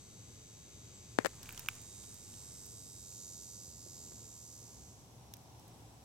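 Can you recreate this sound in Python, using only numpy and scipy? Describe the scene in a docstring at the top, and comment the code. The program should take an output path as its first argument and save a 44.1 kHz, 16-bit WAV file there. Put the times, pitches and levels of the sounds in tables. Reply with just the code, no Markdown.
"""A cicada is already buzzing softly in a pine wood, over far insects and a low distant rumble.
A small bird chips once, the hand-held camera is bumped beside its left microphone, and twigs and dry leaves crack.
The song swells, its throb slows, and it dies away. It is built from overtones, rasping noise and short rings.
The backgrounds are shaped noise, the bird is a gliding tone, and the knocks and cracks are rings of struck bodies."""
import sys
import numpy as np
from scipy import signal
from scipy.fft import rfft, irfft
from scipy.io import wavfile

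SR = 44100
rng = np.random.default_rng(int(sys.argv[2]) if len(sys.argv) > 2 else 0)


def unload_audio(sound):
    """Save the sound as a 16-bit wav file, at the path given as the first command line argument."""
    columns = np.transpose(np.atleast_2d(sound))
    # keep every value between -1 and 1, then stretch to whole-number steps
    steps = np.round(np.clip(columns, -1, 1) * 32767)
    wavfile.write(sys.argv[1], SR, steps.astype(np.int16))


N = 266628
T = np.arange(N) / SR  # time of each sample (s)
HZ = np.fft.rfftfreq(N, 1 / SR)  # pitch of each spectrum bin

RIGHT_LEAD_S = 1.75 / SR  # the wood's sound reaches the right microphone first
CYCLE_HZ, CYCLE_RISE_HZ_PER_S = 248.76, .603  # the tymbal cycle creeps up through the song
GROUND_SHARE = .66  # strength of the ground's echo against the direct sound
SMEAR_RAD = .7  # typical random phase shift that smears a pulse
# delay of the ground's echo, which changes as the camera moves: time_s, delay_s
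GROUND_DELAY = [(0, .002073), (1.5, .0021), (1.75, .002122), (2.5, .00212), (4.7, .00216)]
# leaves scatter the treble, so it differs between the microphones: pitch_hz, share_0_to_1
SCATTER = [(8700, .2), (10400, .9)]


def amp(db):
    """Turns decibels into gain."""
    return 10 ** (np.asarray(db) / 20)


def unit(x):
    """Scales a sound to an rms of 1."""
    return x / np.sqrt(np.mean(abs(x) ** 2) + 1e-20)


def curve(rows):
    """Reads a table of times and values at every sample."""
    return np.interp(T, *np.transpose(rows))


def read(points, hz):
    """Reads a table of pitches and values, on a logarithmic pitch axis."""
    f, value = np.transpose(points)
    return np.interp(np.log(hz + 1), np.log(f + 1), value)


def pan(left_db):
    """Gives the two channels' gains for a left-minus-right level."""
    return amp([[left_db / 2], [-left_db / 2]])


def add(mix, s, sound):
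    """Mixes a stereo sound in at time s."""
    part = mix[:, round(s * SR):][:, :sound.shape[1]]
    part += sound[:, :part.shape[1]]


def wander(rate_hz):
    """Slow random drift with an rms of 1."""
    return unit(irfft(rfft(rng.standard_normal(N)) * np.exp(-(HZ / rate_hz) ** 2), N))


def colour(x, spectrum):
    """Filters a sound by a spectrum table, to an rms of 1."""
    return unit(irfft(rfft(x) * amp(read(spectrum, HZ)), N))


def air(spectrum):
    """Noise from all around: alike at both microphones in the bass, different in the treble."""
    # left-right likeness: pitch_hz, likeness_0_to_1
    likeness = [(60, 0.87), (130, 0.95), (290, 0.72), (640, 0.64), (1400, 0), (4000, 0), (15000, 0)]
    a, b = rfft(rng.standard_normal((2, N)))
    same = np.clip(read(likeness, HZ), 0, 1)
    right = same * a + np.sqrt(1 - same ** 2) * b
    right = right * np.exp(2j * np.pi * HZ * RIGHT_LEAD_S)
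    return unit(irfft(np.array([a, right]) * amp(read(spectrum, HZ)), N))


def strike(spectrum, tilt_db, slow=0., size=2048):
    """The ring of a body after one sharp blow, peak 1; in a bending shell the low notes arrive later."""
    hz = abs(np.fft.fftfreq(size, 1 / SR))
    log_gain = np.log(amp(read(spectrum, hz) + tilt_db * np.log2(hz / 1000 + 1 / 2)))
    # this phase puts the ring after the blow, never before it
    response = np.exp(np.conj(signal.hilbert(log_gain)) - 1j * abs(slow) * np.sqrt(hz / 1000))
    ring = irfft(response[:size // 2 + 1])[:size // 2]
    return ring / abs(ring).max()


def stroke(start, hold_s, db, fade_db_per_s, rise_s):
    """A loudness shape that rises up to its start, holds and fades."""
    rise = np.clip(1 + (T - start) / rise_s, 0, 1)
    return rise * amp(db - abs(fade_db_per_s) * np.maximum(T - start - hold_s, 0))


def trunks(x, t60, count=160):
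    """Scattered echoes off the trees, different on each side, falling 60 dB in t60 seconds."""
    taps = np.zeros((2, SR // 2))
    at = rng.integers(0, SR // 2, (2, count))
    np.put_along_axis(taps, at, rng.choice([-1., 1.], (2, count)), 1)
    taps *= 1000 ** (-np.arange(SR // 2) / SR / t60)
    taps /= np.linalg.norm(taps, axis=1, keepdims=True)
    return signal.fftconvolve(x, taps, axes=1)[:, :N]


def background(rumble_db=-58, insects_db=-69, hum_hz=113.0, hum_db=-70):
    """Shaped noise for distant traffic and far insects, with a faint hum that wavers in pitch and level."""
    # spectra of the noises: pitch_hz, relative_db_per_hz
    rumble_spectrum = [(20, -61), (35, -31), (58, -1.5), (85, -3.5), (113, 1.5), (145, -5.5), (250, -10.5),
                       (430, -14.5), (700, -22.5), (1100, -24.5), (1900, -32.5), (4000, -27), (16000, -52)]
    insect_spectrum = [(1200, -11), (2300, -14), (3200, -18), (3900, -26), (5000, -0.5), (5700, -0.5),
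                       (6300, 0), (8300, -2.5), (9600, -10.5), (11300, -1), (13000, -13), (16000, -20)]
    road_spectrum = [(200, -28), (500, -5.5), (780, 5.5), (1000, 1.5), (1350, -14.5), (2500, -20)]
    low_hiss_spectrum = [(1200, -20), (2200, 1), (3200, -0.5), (3800, -0.5), (4600, -17), (8000, -48)]
    # level of a soft low hiss, which sinks in the middle and rises a little at the end: time_s, level_db
    low_hiss_level = [(0, -73), (1.1, -70), (2.3, -75), (3.2, -81), (4.6, -82.5), (5.2, -78)]
    nearest_s, pass_s, nearest_db = 5.66, 0.55, -64  # a far vehicle draws near

    rumble = air(rumble_spectrum) * amp(rumble_db + .7 * wander(3.5)) * pan(0.95)
    hum_phase = 2 * np.pi * np.cumsum(hum_hz + 3 * wander(7.7)) / SR
    hum = unit(np.sin(hum_phase) * (1 + .5 * wander(9.2)))
    insects = air(insect_spectrum) * amp(insects_db + .5 * wander(22.0))
    low_hiss = air(low_hiss_spectrum) * amp(curve(low_hiss_level))
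    vehicle = air(road_spectrum) * amp(nearest_db) / np.hypot(1, (T - nearest_s) / pass_s)
    return rumble + amp(hum_db) * hum + vehicle + insects + low_hiss


def far_trills(pulse_hz=45, pulse_depth=0.36, drift_db=2.0):
    """Single insects deep in the wood, each a narrow band of noise that pulses and drifts in level."""
    # the insects: pitch_hz, width_hz, average_level_db
    trills = [(5680, 200, -78), (6470, 110, -83), (7760, 220, -82), (8180, 200, -81.5), (11330, 250, -87)]
    out = np.zeros((2, N))
    for hz, width_hz, db in trills:
        ring = irfft(rfft(rng.standard_normal((2, N))) / (1 + (2 * (HZ - hz) / width_hz) ** 2), N)
        own_pulse_hz = pulse_hz * rng.uniform(.7, 1.3)
        pulses = 1 + pulse_depth * np.sin(2 * np.pi * own_pulse_hz * T)
        out += amp(db + drift_db * wander(2)) * unit(ring * pulses)
    return out


def footing(settle_s=0.01, size=4096):
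    """A shoe presses the soft ground: a dull thud, then the needles settle as fading noise."""
    # the thuds: start_s, peak_db (before panning), treble_tilt_db_per_octave, left_minus_right_db
    thuds = [(3.864, -50, -7.5, -11), (4.12, -49, 4, 9)]
    # ring of the soil: pitch_hz, relative_db
    soil = [(80, -17), (400, 7), (900, -8), (2000, -16), (4000, -37), (16000, -60)]
    out = np.zeros((2, N))
    for s, db, tilt_db, left_db in thuds:
        push = 0.17 * rng.standard_normal((2, size)) * np.exp(-np.arange(size) / SR / settle_s)
        push[:, 0] = 3  # the first press is the strongest
        thud = signal.fftconvolve(push, strike(soil, tilt_db)[None], axes=1)
        add(out, s, amp(db) * thud / abs(thud).max() * pan(left_db))
    return out


def crackle(grains_per_s=5000, count=24, left_db=-1.5):
    """A foot shifts in the leaves: tiny breaks, each a few cycles at one of several pitches."""
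    # the shifts: start_s, hold_s, level_db (before panning)
    rustles = [(0, 1.8, -73.5), (1.295, 0.056, -63.5), (1.478, 0.12, -57.5), (1.626, 0.14, -61),
               (1.96, 0.67, -69.5), (5.68, 0.072, -73)]
    rise_s, fade_db_per_s = 0.16, 78
    # tone of the leaves: pitch_hz, relative_db
    leaf_tone = [(200, 3.5), (700, 1.5), (1500, -2), (2400, -4.5), (4000, -7.5), (8000, -5), (16000, -14)]
    t, out = np.arange(200) / SR, np.zeros((2, N))
    for hz in np.geomspace(800, 15000, count):
        at = rng.integers(0, N, round(grains_per_s * N / SR / count))
        strength = amp(3 * np.minimum(rng.exponential(1, len(at)), 4))
        breaks = np.zeros((2, N))
        breaks[:, at] = strength * rng.uniform(.3, 1, (2, len(at)))
        grain = hz * np.sin(2 * np.pi * hz * t) * np.exp(-hz * t / 2)
        out += signal.oaconvolve(breaks, grain[None], axes=1)[:, :N]
    pressure = np.max([stroke(*row, fade_db_per_s, rise_s) for row in rustles], axis=0)
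    return colour(out, leaf_tone) * pressure * pan(left_db)


def litter(splinter_s=0.0023, echo_db=-26, size=1024):
    """A twig rings briefly when it snaps; a dry leaf splinters in a few milliseconds of tiny breaks."""
    # the cracks: start_s, level_db (before panning), leaf_treble_tilt_db_per_octave, wood_share_0_to_1
    cracks = [(1.4305, -34.5, -3, 0.08), (1.459, -39, -4, 0.4), (1.471, -43, 0, 0.5),
              (1.4914, -26, 8, 0.52), (1.507, -38, 0, 0.65), (1.5255, -34, 5, 0.13), (1.533, -42, -10, 0.4),
              (1.547, -40, -6, 0.4), (1.5765, -29.5, -7.5, 0.1), (1.594, -25.5, 1.5, 0.13),
              (1.605, -41, -8, 0.3), (1.661, -36.5, -8.5, 0.24), (1.6864, -14, -5.5, 0.76),
              (1.752, -41, -1, 0.05), (1.816, -39, 6, 0.04), (2.036, -42, -6, 0.06), (2.142, -38, 2, 0),
              (2.339, -44, -8.5, 0.1), (2.663, -38, 3, 0.05), (3.123, -49, -3, 0.45),
              (5.3378, -29.5, -1.5, 0.08), (5.368, -39.5, 4, 0.13), (5.596, -46.5, 0, 0), (5.68, -45, 3, 0)]
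    # rings of the two materials: pitch_hz, relative_db
    twig = [(100, -16), (700, -23), (1100, -6), (1520, 2), (1980, -10.5), (2330, 7.5), (2950, 2),
            (3900, -12.5), (5500, -25), (7000, -21), (8400, -21), (10500, -23), (13500, -21), (15000, -7.5),
            (16500, -23)]
    dry_leaf = [(300, -28), (1500, -16), (2400, -15), (3400, -3), (4400, -9), (5700, 3), (7200, -3),
                (8100, -1), (9500, -8), (11500, -1), (13500, -2), (16500, -4)]
    out = np.zeros((2, N))
    for s, db, tilt_db, wood in cracks:
        breaks = rng.standard_normal((3, size)) * np.exp(-np.arange(size) / SR / splinter_s)
        breaks[0, 0] = 7  # a sharp first break, shared by both sides
        both_sides = breaks[0] + 5.6 * breaks[1:]
        leaf = signal.fftconvolve(both_sides, strike(dry_leaf, tilt_db)[None], axes=1)[:, :size]
        wood = np.clip(wood, 0, 1)
        snap = wood * strike(twig, 0, slow=3.6) + (1 - wood) * leaf / abs(leaf).max()
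        add(out, s, amp(db) * snap * pan(-2.8))
    return out + crackle() + amp(echo_db) * trunks(out, t60=0.53)


def handling(far_side_db=-19, slow=2.5):
    """A finger knocks the case, which rings, and slides across it as noise, beside the left microphone."""
    # the knocks: start_s, peak_db (left side), treble_tilt_db_per_octave
    bumps = [(1.1874, -6.5, 0), (1.2481, -14.5, 3), (1.254, -24.5, 3), (1.2566, -32, -9),
             (1.2593, -11.5, 3), (1.261, -18.5, 4), (1.266, -42, -4), (1.267, -18, 14)]
    # the slides: start_s, hold_s, level_db (left side), fade_db_per_s
    slides = [(1.193, .003, -44, 290), (1.257, .011, -32, 2100)]
    # ring of the case, and tone of a finger sliding on it: pitch_hz, relative_db
    case = [(40, -45), (120, -10), (250, 5.5), (480, 1.5), (800, -2.5), (1250, -7.5), (1750, -2.5),
            (2400, -19), (4200, -21.5), (5500, -26), (8000, -23), (10000, -40), (16000, -41)]
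    scrape_tone = [(100, -40), (290, -9), (470, 8.5), (720, -3), (1000, -4), (2200, -3), (3100, -15),
                   (8000, -22.5), (16000, -35)]
    out = np.zeros((2, N))
    for s, db, tilt_db in bumps:
        near = strike(case, tilt_db, slow)
        far = strike(case, tilt_db - 6.5, 3 * slow)  # duller and more spread out
        add(out, s, amp(db) * np.array([near, amp(far_side_db) * far]))
    scrape = colour(rng.standard_normal((2, N)), scrape_tone)
    scrape = scrape * sum(stroke(*row, rise_s=0.013) for row in slides)
    return out + scrape * amp([[0], [far_side_db]])


def bird(echo_db=0):
    """One thin chip, a tone that falls quickly and levels off, and its echoes."""
    start_s, length_s, from_hz, to_hz, level_db = .936, .042, 8300, 7450, -56
    u = np.clip((T - start_s) / length_s, 0, 1)  # progress through the chip
    hz = to_hz + (from_hz - to_hz) * (1 - u) ** 2
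    chip = np.sin(2 * np.pi * np.cumsum(hz) / SR) * np.sin(np.pi * u) * amp(level_db) * pan(0)
    return chip + amp(echo_db) * trunks(chip, t60=0.74)


def ground(x, share):
    """Adds the ground's echo, which cuts a sound into slowly shifting bands."""
    echo = np.array([np.interp(T - curve(GROUND_DELAY), T, side) for side in x])
    return (x + share * echo) / np.hypot(1, share)


def tymbal_lines(cycle, opening):
    """The overtones of the rib clicks; the ground's echo strengthens some and cancels others."""
    # the overtones: multiple_of_cycle, relative_db
    overtones = [(13, -22), (14, -26), (15, -9), (16, -15), (17, -10.5), (18, -12), (19, -6), (20, -10),
                 (21, -15), (22, -7), (23, -11), (24, -3), (25, -.5), (26, .5), (27, -6), (28, 1), (29, -5),
                 (30, .5), (31, -1.5), (32, 0), (33, -8), (34, -8.5), (35, -18), (36, -17)]
    # levels of the overtones above those: pitch_hz, relative_db
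    skirt = [(9200, -30), (9800, -30), (10600, -16), (11300, -14.5), (12300, -18), (14000, -21),
             (16000, -26)]
    # the abdomen's resonance shifts up and down through the song and sinks as it ends:
    # time_s, centre_hz, boost_db
    abdomen = [(0, 6400, 2), (1.4, 6400, 2), (2.1, 6700, 2), (2.6, 7900, 2), (2.9, 6800, -1),
               (3.22, 6450, 3), (3.6, 6300, 2), (3.85, 7050, 1), (4.2, 7150, 2), (4.6, 7200, -2.5),
               (5, 6050, 5)]
    abdomen_width_hz = 400
    # extra level of the overtones below low_hz: time_s, level_db
    low_level = [(0, 1), (2.2, 2), (3.3, -2), (4.3, -3), (4.8, -8)]
    low_hz = 4100
    # the quiet opening lacks treble: pitch_hz, level_db
    opening_dull = [(8500, 0), (10500, -9)]

    echo_lag = 2 * np.pi * (CYCLE_HZ + CYCLE_RISE_HZ_PER_S * T.mean()) * curve(GROUND_DELAY)
    levels = [(k, amp(db)) for k, db in overtones]
    levels += [(k, amp(read(skirt, k * CYCLE_HZ))) for k in range(overtones[-1][0] + 1, 64)]
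    times, *controls = np.transpose(abdomen)
    centre_hz, boost_db = (np.interp(T, times, c) for c in controls)
    low_db = curve(low_level)
    ribs, power = np.zeros((2, N), complex), np.zeros(N)
    for k, level in levels:
        hz = k * CYCLE_HZ
        ring_db = boost_db * np.exp(-((hz - centre_hz) / abdomen_width_hz) ** 2)
        # each overtone slowly swells and sinks at its own rate
        flutter_hz = .8 * rng.uniform(0.4, 1.96)
        ring_db += 1.2 * np.sin(2 * np.pi * (flutter_hz * T + rng.random()))
        ring_db += (hz < low_hz) * low_db
        ring_db += opening * read(opening_dull, hz)
        heard = level * amp(ring_db) * (1 + GROUND_SHARE * np.exp(-1j * k * echo_lag))
        # the two tymbals are equally loud but ring differently; paths of unequal length smear each pulse
        lag = np.pi / 2 * (k % 2) + SMEAR_RAD * rng.standard_normal()
        lag = lag + np.array([0, 2 * np.pi * hz * RIGHT_LEAD_S])
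        lag[1] += 2 * read(SCATTER, hz) ** 2 * rng.standard_normal()
        ribs += np.exp(1j * lag)[:, None] * (heard * np.exp(1j * k * cycle))
        power += abs(heard) ** 2
    return ribs / np.sqrt(power)  # an even level throughout


def falling_rings(cycle, beat, cycle_hz, throb_hz):
    """Each rib click rings for under a millisecond; the clicks of a squeeze swell, fade and fall in pitch."""
    # the rings: from_hz, to_hz, ring_time_s, relative_db, share_left_between_throbs
    rings = [(7000, 4400, .0003, -8, .1), (8800, 7400, .0003, -16, .9), (12600, 10000, .00012, -14, .85)]
    # the body passes little of the rings' low end: pitch_hz, level_db
    ring_reach = [(3000, -30), (4100, -16), (4750, 0), (16000, 0)]
    # a squeeze starts this far before the throb's top and lasts this long (in throbs)
    squeeze_lead, squeeze_share = .36, .68
    out = np.zeros(N)
    for from_hz, to_hz, ring_s, db, rest in rings:
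        train = np.zeros(N)
        for earlier in (0, 1):  # the last click and the one before it
            age = (cycle / np.pi % 1 + earlier) / (2 * cycle_hz)  # seconds since the click
            throbs = beat / (2 * np.pi) - throb_hz * age + squeeze_lead
            squeeze = np.minimum(throbs % 1 / squeeze_share, 1)
            hz = np.where(squeeze < 1, from_hz + (to_hz - from_hz) * squeeze, (from_hz + to_hz) / 2)
            strength = rest + (1 - rest) * np.sin(np.pi * squeeze)
            train += strength * age * np.exp(-age / ring_s) * np.sin(2 * np.pi * hz * age)
        out += amp(db) * unit(train)
    # paths of unequal length smear each click, a little differently for each microphone
    knots = np.arange(0, SR / 2, 420)  # a new random phase every 420 Hz
    shared, own = (np.interp(HZ, knots, row) for row in rng.standard_normal((2, len(knots))))
    right = 2 * np.pi * HZ * RIGHT_LEAD_S + 2 * read(SCATTER, HZ) * own
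    lag = SMEAR_RAD * shared + np.array([0 * right, right])
    smeared = irfft(rfft(out) * amp(read(ring_reach, HZ)) * np.exp(1j * lag), N)
    return ground(smeared, .45)


def swell_bands(song):
    """Raises and lowers each band of the song along its own level curve."""
    # the bands: centre_hz, half_width_hz, level curve (time_s, level_db)
    bands = [(5040, 340, [(0, -7), (.3, -6), (.5, 0), (2.2, -1.5), (2.6, -1), (3.3, -1.5), (3.9, 1.5),
             (4.3, -2), (4.8, -3)]), (7080, 190, [(0, 0), (1, 0), (1.2, -1), (1.9, 0), (2.3, -3.5),
             (2.9, -4), (3.2, 2.5), (3.6, 0), (4.2, 2), (4.9, 0)]), (8360, 370, [(0, 4), (.3, 0.5),
             (1.8, 2), (2.1, 1), (2.9, 2.5), (3.6, -1.5), (4.6, 0)])]
    for centre_hz, width_hz, level in bands:
        band = irfft(rfft(song) * np.exp(-((HZ - centre_hz) / width_hz) ** 2), N)
        song = song + (amp(curve(level)) - 1) * band
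    return song


def cicada(level_db=3.0, echo_db=-15, left_db=-4.0, start_left_db=1, rasp_rise_db=6):
    """Buckling tymbal ribs give a train of pulses, which the abdomen squeezes into throbs."""
    # the song's loudness, before level_db is added: time_s, level_db
    effort = [(0, -61.5), (1.14, -61.5), (1.8, -58.5), (2.02, -56.5), (2.18, -59), (2.4, -57),
              (2.95, -57.5), (3.22, -54.5), (3.65, -55.5), (3.73, -58.5), (4.02, -56), (4.22, -58.5),
              (4.54, -58), (4.9, -64), (5.2, -84)]
    stop_s, stop_db_per_s = 5.1, 60  # then the song dies away
    # the throb is fastest early on, then slows more and more: time_s, rate_hz (before a slight wander)
    throb_rate = [(0, 97.7), (.7, 98.7), (2.2, 96.8), (3.1, 92.7), (3.7, 88), (4.2, 82.8), (4.9, 75.7)]
    # the throb flattens as the song ends: time_s, share_of_depth
    throb_fade = [(4.45, 1), (5, .35)]
    # how strongly each pitch throbs: pitch_hz, relative_depth
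    throb_reach = [(3700, .9), (4900, 1.1), (5600, 1), (6050, .6), (6650, .55), (7000, 1.05), (7300, .9),
                   (7700, .25), (16000, .15)]
    # spectrum of the rasp: pitch_hz, relative_db_per_hz
    rasp_spectrum = [(2500, -40), (3450, -26), (3780, -7), (4200, -16), (5000, -2), (5600, -2.5),
                     (6600, -3), (7300, -5), (7700, -3), (8300, -3), (8850, -7), (9800, -11), (11200, -2),
                     (13000, -9), (16000, -14)]
    start_rasp_db = -16  # against the overtones
    # the rings grow as the song builds: time_s, level_db
    ring_level = [(0, -12.5), (1.1, -6.5), (2, -1.5), (2.6, 2.5), (3.3, 1), (4.4, 2)]
    whistle_hz, whistle_width_hz, whistle_db = 8420, 35, 18  # one sharp resonance in the buzz

    cycle_hz = CYCLE_HZ + CYCLE_RISE_HZ_PER_S * T
    throb_hz = curve(throb_rate)
    cycle = 2 * np.pi * np.cumsum(cycle_hz + .15 * wander(30)) / SR
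    beat = 2 * np.pi * np.cumsum(throb_hz + .5 * wander(12)) / SR
    # as the camera tilts up, from 1.2 to 1.9 s, the song gets raspier, whistles and moves right
    turned = np.interp(T, (1.2, 1.9), [0, 1])

    # the phase swings by .85 rad, so the ring is highest in pitch at the top of each throb
    buzz = (tymbal_lines(cycle, 1 - turned) * np.exp(1j * .85 * np.sin(beat))).real
    whistle = (amp(whistle_db) - 1) / (1 + 2j * (HZ - whistle_hz) / whistle_width_hz)
    buzz = unit(buzz + turned * irfft(rfft(buzz) * whistle, N))
    # the two tymbals click in turn, and no two clicks are alike
    clicks = 1 + .45 * np.cos(2 * cycle)
    rasp = ground(clicks * air(rasp_spectrum), GROUND_SHARE)
    song = buzz + rasp * amp(start_rasp_db + rasp_rise_db * turned)

    depth = np.interp(throb_hz, [91, 99], [.6, .41]) * curve(throb_fade)  # slower throbs are deeper
    song = song + depth * np.cos(beat) * irfft(rfft(song) * read(throb_reach, HZ), N)
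    rings = falling_rings(cycle, beat, cycle_hz, throb_hz)
    song = unit(song + rings * amp(curve(ring_level)))
    loudness_db = level_db + curve(effort) - stop_db_per_s * np.maximum(T - stop_s, 0)
    song = swell_bands(song) * amp(loudness_db)
    side_db = start_left_db + (left_db - start_left_db) * turned
    return (song + amp(echo_db) * trunks(song, t60=1.0)) * amp([side_db / 2, -side_db / 2])


def scene():
    """Everything heard from just above the forest floor."""
    return background() + far_trills() + footing() + litter() + handling() + bird() + cicada()


def record(dry):
    """The recorder's band limit: it cuts the treble above 16200 Hz."""
    low_pass = signal.firwin(255, 16200, window=("kaiser", 8), fs=SR)
    return signal.oaconvolve(dry, low_pass[None], "same", axes=1)


dry = scene()
out = record(dry)
unload_audio(out)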